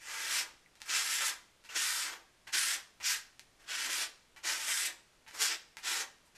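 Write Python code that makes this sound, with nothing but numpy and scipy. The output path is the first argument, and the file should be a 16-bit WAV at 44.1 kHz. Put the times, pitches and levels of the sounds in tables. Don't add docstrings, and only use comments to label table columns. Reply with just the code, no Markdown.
import sys
import numpy as np
from scipy import signal
from scipy.fft import rfft, irfft, next_fast_len
from scipy.io import wavfile
from scipy.ndimage import uniform_filter1d, map_coordinates

SR = 44100
rng = np.random.default_rng(int(sys.argv[2]) if len(sys.argv) > 2 else 0)


def digitize_waveform(pressure):
    field = np.atleast_2d(pressure).T
    bounded = np.clip(field, -1, 1)
    quanta = np.round(bounded * 32767).astype(np.int16)
    wavfile.write(sys.argv[1], SR, quanta)


N = 280917

# start, attack, length
# and release t60 in seconds, relative rasp level at bite and at lift in dB, then offsets from the rasp
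# in dB for sizzle at bite, sizzle at lift, flex, drone and grind.
STROKES = [ (-0.03, 0.073, 0.1, 0.051, -60, -56.5, -9, -3.5, -4.5, -19, -0.5),
           (0.042, 0.08, 0.37, 0.16, -47, -41, -11, -7, 0.5, -11, -2),
           (0.84, 0.029, 0.047, 0.056, -56, -54.5, -8, 0, -1.5, -18, -4),
           (0.875, 0.033, 0.42, 0.17, -38.5, -38.5, -13.5, -5, -0.5, -13.5, -1),
           (1.685, 0.012, 0.053, 0.047, -57, -54, -14, -14, 0.5, -15, -1.5),
           (1.737, 0.035, 0.3, 0.27, -35.5, -39.5, -10.5, -6, -2.5, -17, -0.5),
           (2.038, 0.033, 0.1, 0.12, -56, -58, -8, -9.5, 2, -9.5, -5),
           (2.518, 0.028, 0.228, 0.17, -31, -37.5, -11.5, -6.5, -3, -15.5, -1.5),
           (3.012, 0.072, 0.14, 0.16, -31.5, -37, -15.5, -6, -2.5, -22.5, -1),
           (3.584, 0.023, 0.084, 0.075, -69, -72, -6, 0, -4, -14, 1),
           (3.659, 0.06, 0.38, 0.13, -43, -38.5, -14.5, -5, -1.5, -14, 0.5),
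           (4.424, 0.034, 0.45, 0.15, -44.5, -40, -12.5, -5.5, -2.5, -11.5, 0),
           (5.318, 0.037, 0.072, 0.1, -53, -48, -11.5, -8, -2.5, -9, -3.5),
           (5.383, 0.049, 0.15, 0.15, -26.5, -41.5, -9.5, -14.5, -2.5, -16, -0.5),
           (5.814, 0.074, 0.2, 0.12, -37.5, -40, -14, -6.5, -0.5, -9.5, -0.5),
           (6.24, 0.023, 0.045, 0.11, -71, -76, 3, 5, -19, -27, -11), ]
# centre and
# half width in seconds, level change in dB, bend in dB (plus is duller and fuller, minus is thinner).
HAND_PRESSES = [(0.356, 0.055, 6, -4), (0.966, 0.036, 4.5, 1), (1.052, 0.024, -1, -3),
                (1.139, 0.038, 2.5, -5), (1.23, 0.021, 1, 6.5), (1.27, 0.021, 4.5, -7),
                (1.762, 0.015, 1, 9), (1.782, 0.0091, -0.5, -4), (2.552, 0.022, -0.5, 7.5),
                (2.656, 0.015, -1, -1), (2.77, 0.021, -0.5, 3.5), (3.885, 0.019, -5.5, 8),
                (4.49, 0.057, 7.5, 0.5), (4.707, 0.032, 3.5, 3), (4.784, 0.061, 3.5, -6),
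                (4.864, 0.011, 3.5, -9), (5.53, 0.037, 0.5, 5.5)]
# pitch in Hz, width in Hz, dB over the broad response.
RESONANCES = [(260, 13, -4), (334.7, 12.7, 10), (444, 3.7, 11), (782, 19, 4), (896, 20, 5.5), (986, 14, 3),
              (1380.1, 32, -5), (1520, 65, -4.5), (1623, 27, 4), (1839, 48, 1), (2003, 76, -6),
              (2326, 59, -6), (4600, 7.4, -41)]
# frequency in Hz, relative density in dB.
RASP_SPECTRUM = [(2500, -66), (4000, -2.5), (4800, 2.5), (5400, 3.5), (6400, 0.5), (7600, 2), (8800, -8.5),
                 (10500, -23), (14000, -43)]
FLEX_SPECTRUM = [(500, -62.5), (850, -13.5), (1100, -8.5), (1300, -0.5), (1520, 0.5), (2000, 0.5),
                 (2500, -4), (3500, -16.5)]
SIZZLE_SPECTRUM = [(5000, -71), (8000, 6.5), (10000, 4.5), (12000, 0), (14000, -8.5)]
DRONE_SPECTRUM = [(100, -44), (210, -23.5), (260, -4.5), (400, -2.5), (600, 3.5), (850, 1), (1200, 7),
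                  (2000, -45.5)]
GRIND_SPECTRUM = [(1000, -56), (1800, -9), (2500, 0), (3400, 1.5), (4100, -2.5), (4800, -7), (6500, -5),
                  (10000, -37)]
CRUMB_SPECTRUM = [(800, -17), (2500, -6), (6000, 19), (10000, 3), (14000, -21)]
TICK_SPECTRUM = [(200, -53), (800, -8), (1600, 5), (4000, 9.5), (8000, 1.5), (14000, -11)]
KNOCK_SPECTRUM = [(120, -6), (300, -13.5), (900, 2), (1900, 4), (3000, 5), (8000, -24.5)]
# start in seconds, level in dB, pitch in Hz, fade in seconds.
EDGE_SQUEAKS = [(0.660, -57.5, 1950, 0.0094), (1.690, -41.5, 2750, 0.016)]
# start in seconds, tick in dB, scuff in dB, knock in dB over both.
CARD_TAPS = [(0.755, -46, -66.5, -7), (0.804, -43, -59, -4.5), (0.818, -26.5, -55, -7.5),
             (1.64, -47, -61.5, -1.5), (1.652, -42, -60, -8.5), (2.469, -55, -53.5, 2.5),
             (3.002, -44, -54.5, 3.5), (3.395, -31, -61, -9.5), (4.363, -45, -58.5, 1.5),
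             (5.265, -57, -72, 12), (5.276, -55, -56, -1.5), (5.311, -40, -62, 0),
             (5.77, -30.5, -52.5, -1.5), (6.35, -54, -60, -4)]
# frequency in Hz, t60 in seconds.
ROOM_T60 = [(250, 0.9), (660, 0.55), (1740, 0.47), (4600, 0.47), (12000, 0.32)]
# frequency in Hz, relative density in dB.
HISS_SPECTRUM = [(12, -2), (20, 0), (35, -1), (50, -4), (100, -7.5), (200, -9), (400, -10), (1000, -12.5),
                 (2000, -13), (4000, -16), (7000, -19), (10000, -23), (14000, -32)]


def amp(db):
    return 10 ** (np.asarray(db) / 20)


def unit_rms(x):
    return x / np.sqrt(np.mean(x ** 2) + 1e-20)


def curve_at(points, hz):
    knots_hz, values = np.transpose(points)
    return np.interp(np.log(hz + 1), np.log(knots_hz + 1), values)


def wobble(rate):
    knots = rng.standard_normal(int(N * rate / SR) + 4)
    return map_coordinates(knots, [np.arange(N) * rate / SR])


def filtered(x, response):
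    size = next_fast_len(N + SR // 2)
    return irfft(rfft(x, size) * response(np.fft.rfftfreq(size, 1 / SR)), size)[:N]


def coloured(x, spectrum):
    return unit_rms(filtered(x, lambda hz: amp(curve_at(spectrum, hz))))


def click(spectrum, size=2048):
    cepstrum = irfft(np.log(amp(curve_at(spectrum, np.fft.rfftfreq(size, 1 / SR)))))
    cepstrum[1:size // 2] *= 2
    cepstrum[size // 2 + 1:] = 0
    pulse = irfft(np.exp(rfft(cepstrum)))
    return pulse / np.abs(pulse).max()


def ringing(x):
    def response(hz):
        return 1 + sum(amp(db) * 1j * hz * width / (pitch ** 2 - hz ** 2 + 1j * hz * width)
                       for pitch, width, db in RESONANCES)
    return filtered(x, response)


def stroke_gains(firm_db=-40.5):
    t, gains = np.arange(N) / SR, np.zeros((5, N))
    lean, bend = sum(np.outer((lean_db, bend_db), np.exp(-np.abs((t - centre) / width) ** 3))
                     for centre, width, lean_db, bend_db in HAND_PRESSES)
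    for (start, attack, length, release, bite_db, lift_db,
         sizzle_bite, sizzle_lift, flex_db, drone_db, grind_db) in STROKES:
        on = (t > start) & (t < start + length + release)
        age = t[on] - start
        travel = np.minimum(age / length, 1)
        speed = np.sin(np.pi * travel)
        contact = np.sin(np.pi / 2 * np.minimum(age / attack, 1)) ** 2
        fade_db = 60 * np.maximum(age - length, 0) / release
        rasp = bite_db + (lift_db - bite_db) * travel + lean[on] - fade_db
        push = rasp - firm_db
        sizzle_db = sizzle_bite + (sizzle_lift - sizzle_bite) * travel
        flex = flex_db - 0.3 * push + 0.4 * bend[on]
        sizzle = sizzle_db + 0.23 * push + 5 * speed - 0.165 * bend[on]
        drone = drone_db - 0.61 * push - 3 * speed + bend[on]
        grind = grind_db + 0.46 * flex - 0.17 * sizzle
        for gain, offset_db in zip(gains, (0, flex, sizzle, drone, grind)):
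            gain[on] += contact * amp(rasp + offset_db)
    return gains


def slips(rate, spread_db):
    happens = rng.random(N) < rate / SR
    sizes = np.sign(rng.standard_normal(N)) * amp(spread_db * rng.standard_normal(N))
    return unit_rms(happens * sizes / np.sqrt(rate))


def bending(x, depth_db, size=512):
    frames = signal.stft(x, nperseg=size)[2]
    patches = rng.standard_normal(frames.shape)
    for _ in range(2):
        patches = uniform_filter1d(uniform_filter1d(patches, size=7, axis=0), size=18, axis=1)
    return signal.istft(frames * amp(depth_db * unit_rms(patches)), nperseg=size)[1][:N]


def scrape(base_rate=4000, extra_rate=9000, crumb_db=-17):
    gains = stroke_gains()
    rasp_gain = gains[0]
    slips_per_s = base_rate + extra_rate * rasp_gain / rasp_gain.max()
    drag = amp(0.62 * wobble(90) + 0.7156 * wobble(300))
    parts = [unit_rms(ringing(coloured(slips(slips_per_s, spread_db=1.5), spectrum)))
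             for spectrum in (RASP_SPECTRUM, FLEX_SPECTRUM, SIZZLE_SPECTRUM,
                              DRONE_SPECTRUM, GRIND_SPECTRUM)]
    crumbs = amp(crumb_db) * rasp_gain * coloured(slips(rate=60, spread_db=4), CRUMB_SPECTRUM)
    return bending(drag * np.sum(gains * parts, axis=0) + crumbs, depth_db=1.0)


def squeaks(pitch_jitter=0.061, rise_s=0.0012):
    t, out = np.arange(N) / SR, np.zeros(N)
    for start, db, hz, fade in EDGE_SQUEAKS:
        age = np.maximum(t - start, 0)
        phase = 2 * np.pi * np.cumsum(hz * (1 + pitch_jitter * wobble(1500))) / SR
        envelope = (1 - np.exp(-age / rise_s)) * np.exp(-(age / fade) ** 2)
        out += amp(db + 2.9 * wobble(290)) * envelope * np.sin(phase)
    return out


def taps(scuff_t60=0.2, scuff_rise_s=0.0042):
    tick_force, knock_force = np.zeros(N + SR), np.zeros(N + SR)
    t = np.arange(SR // 4) / SR
    settle = amp(-60 * t / scuff_t60) * (1 - np.exp(-t / scuff_rise_s))
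    for start, tick_db, scuff_db, knock_db in CARD_TAPS:
        force = amp(scuff_db) * settle * rng.laplace(0, .5, len(t))
        force[0] = amp(tick_db)
        tick_force[round(start * SR):][:len(t)] += force
        knock_force[round(start * SR):][:len(t)] += amp(knock_db) * force
    ticks = signal.fftconvolve(tick_force, click(TICK_SPECTRUM))
    knocks = signal.fftconvolve(knock_force, click(KNOCK_SPECTRUM))
    return ringing((ticks + knocks)[:N])


def reflections(x, t60, delay_s, changes):
    out, hop = np.zeros(N + 2 * SR), N // changes + 1
    hz, t, noise = signal.stft(rng.standard_normal((changes + 1, SR // 2)), SR, nperseg=256)
    decay = amp(-60 * t / curve_at(t60, hz)[:, None])
    tails = signal.istft(noise * decay, SR, nperseg=256)[1]
    for k, tail in enumerate(tails):
        span = np.arange(max((k - 1) * hop, 0), min((k + 1) * hop, N))
        crossfade = np.cos(np.pi / 2 * (span / hop - k))
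        echo = signal.fftconvolve(x[span] * crossfade, tail / np.linalg.norm(tail))
        out[span[0] + round(delay_s * SR):][:len(echo)] += echo
    return out[:N]


def scene():
    card = amp(-1.81) * scrape() + taps() + squeaks()
    near = amp(-7) * reflections(card, t60=[(1000, .1)], delay_s=.002, changes=50)
    walls = amp(-14) * reflections(card, ROOM_T60, delay_s=.006, changes=20)
    hiss = amp(-67.5) * coloured(rng.standard_normal(N), HISS_SPECTRUM)
    return np.tile(card + near + walls + hiss, (2, 1))


def record(dry, top_hz=13950):
    return np.array([filtered(channel, lambda hz: hz < top_hz) for channel in dry])


dry = scene()
out = record(dry)
digitize_waveform(out)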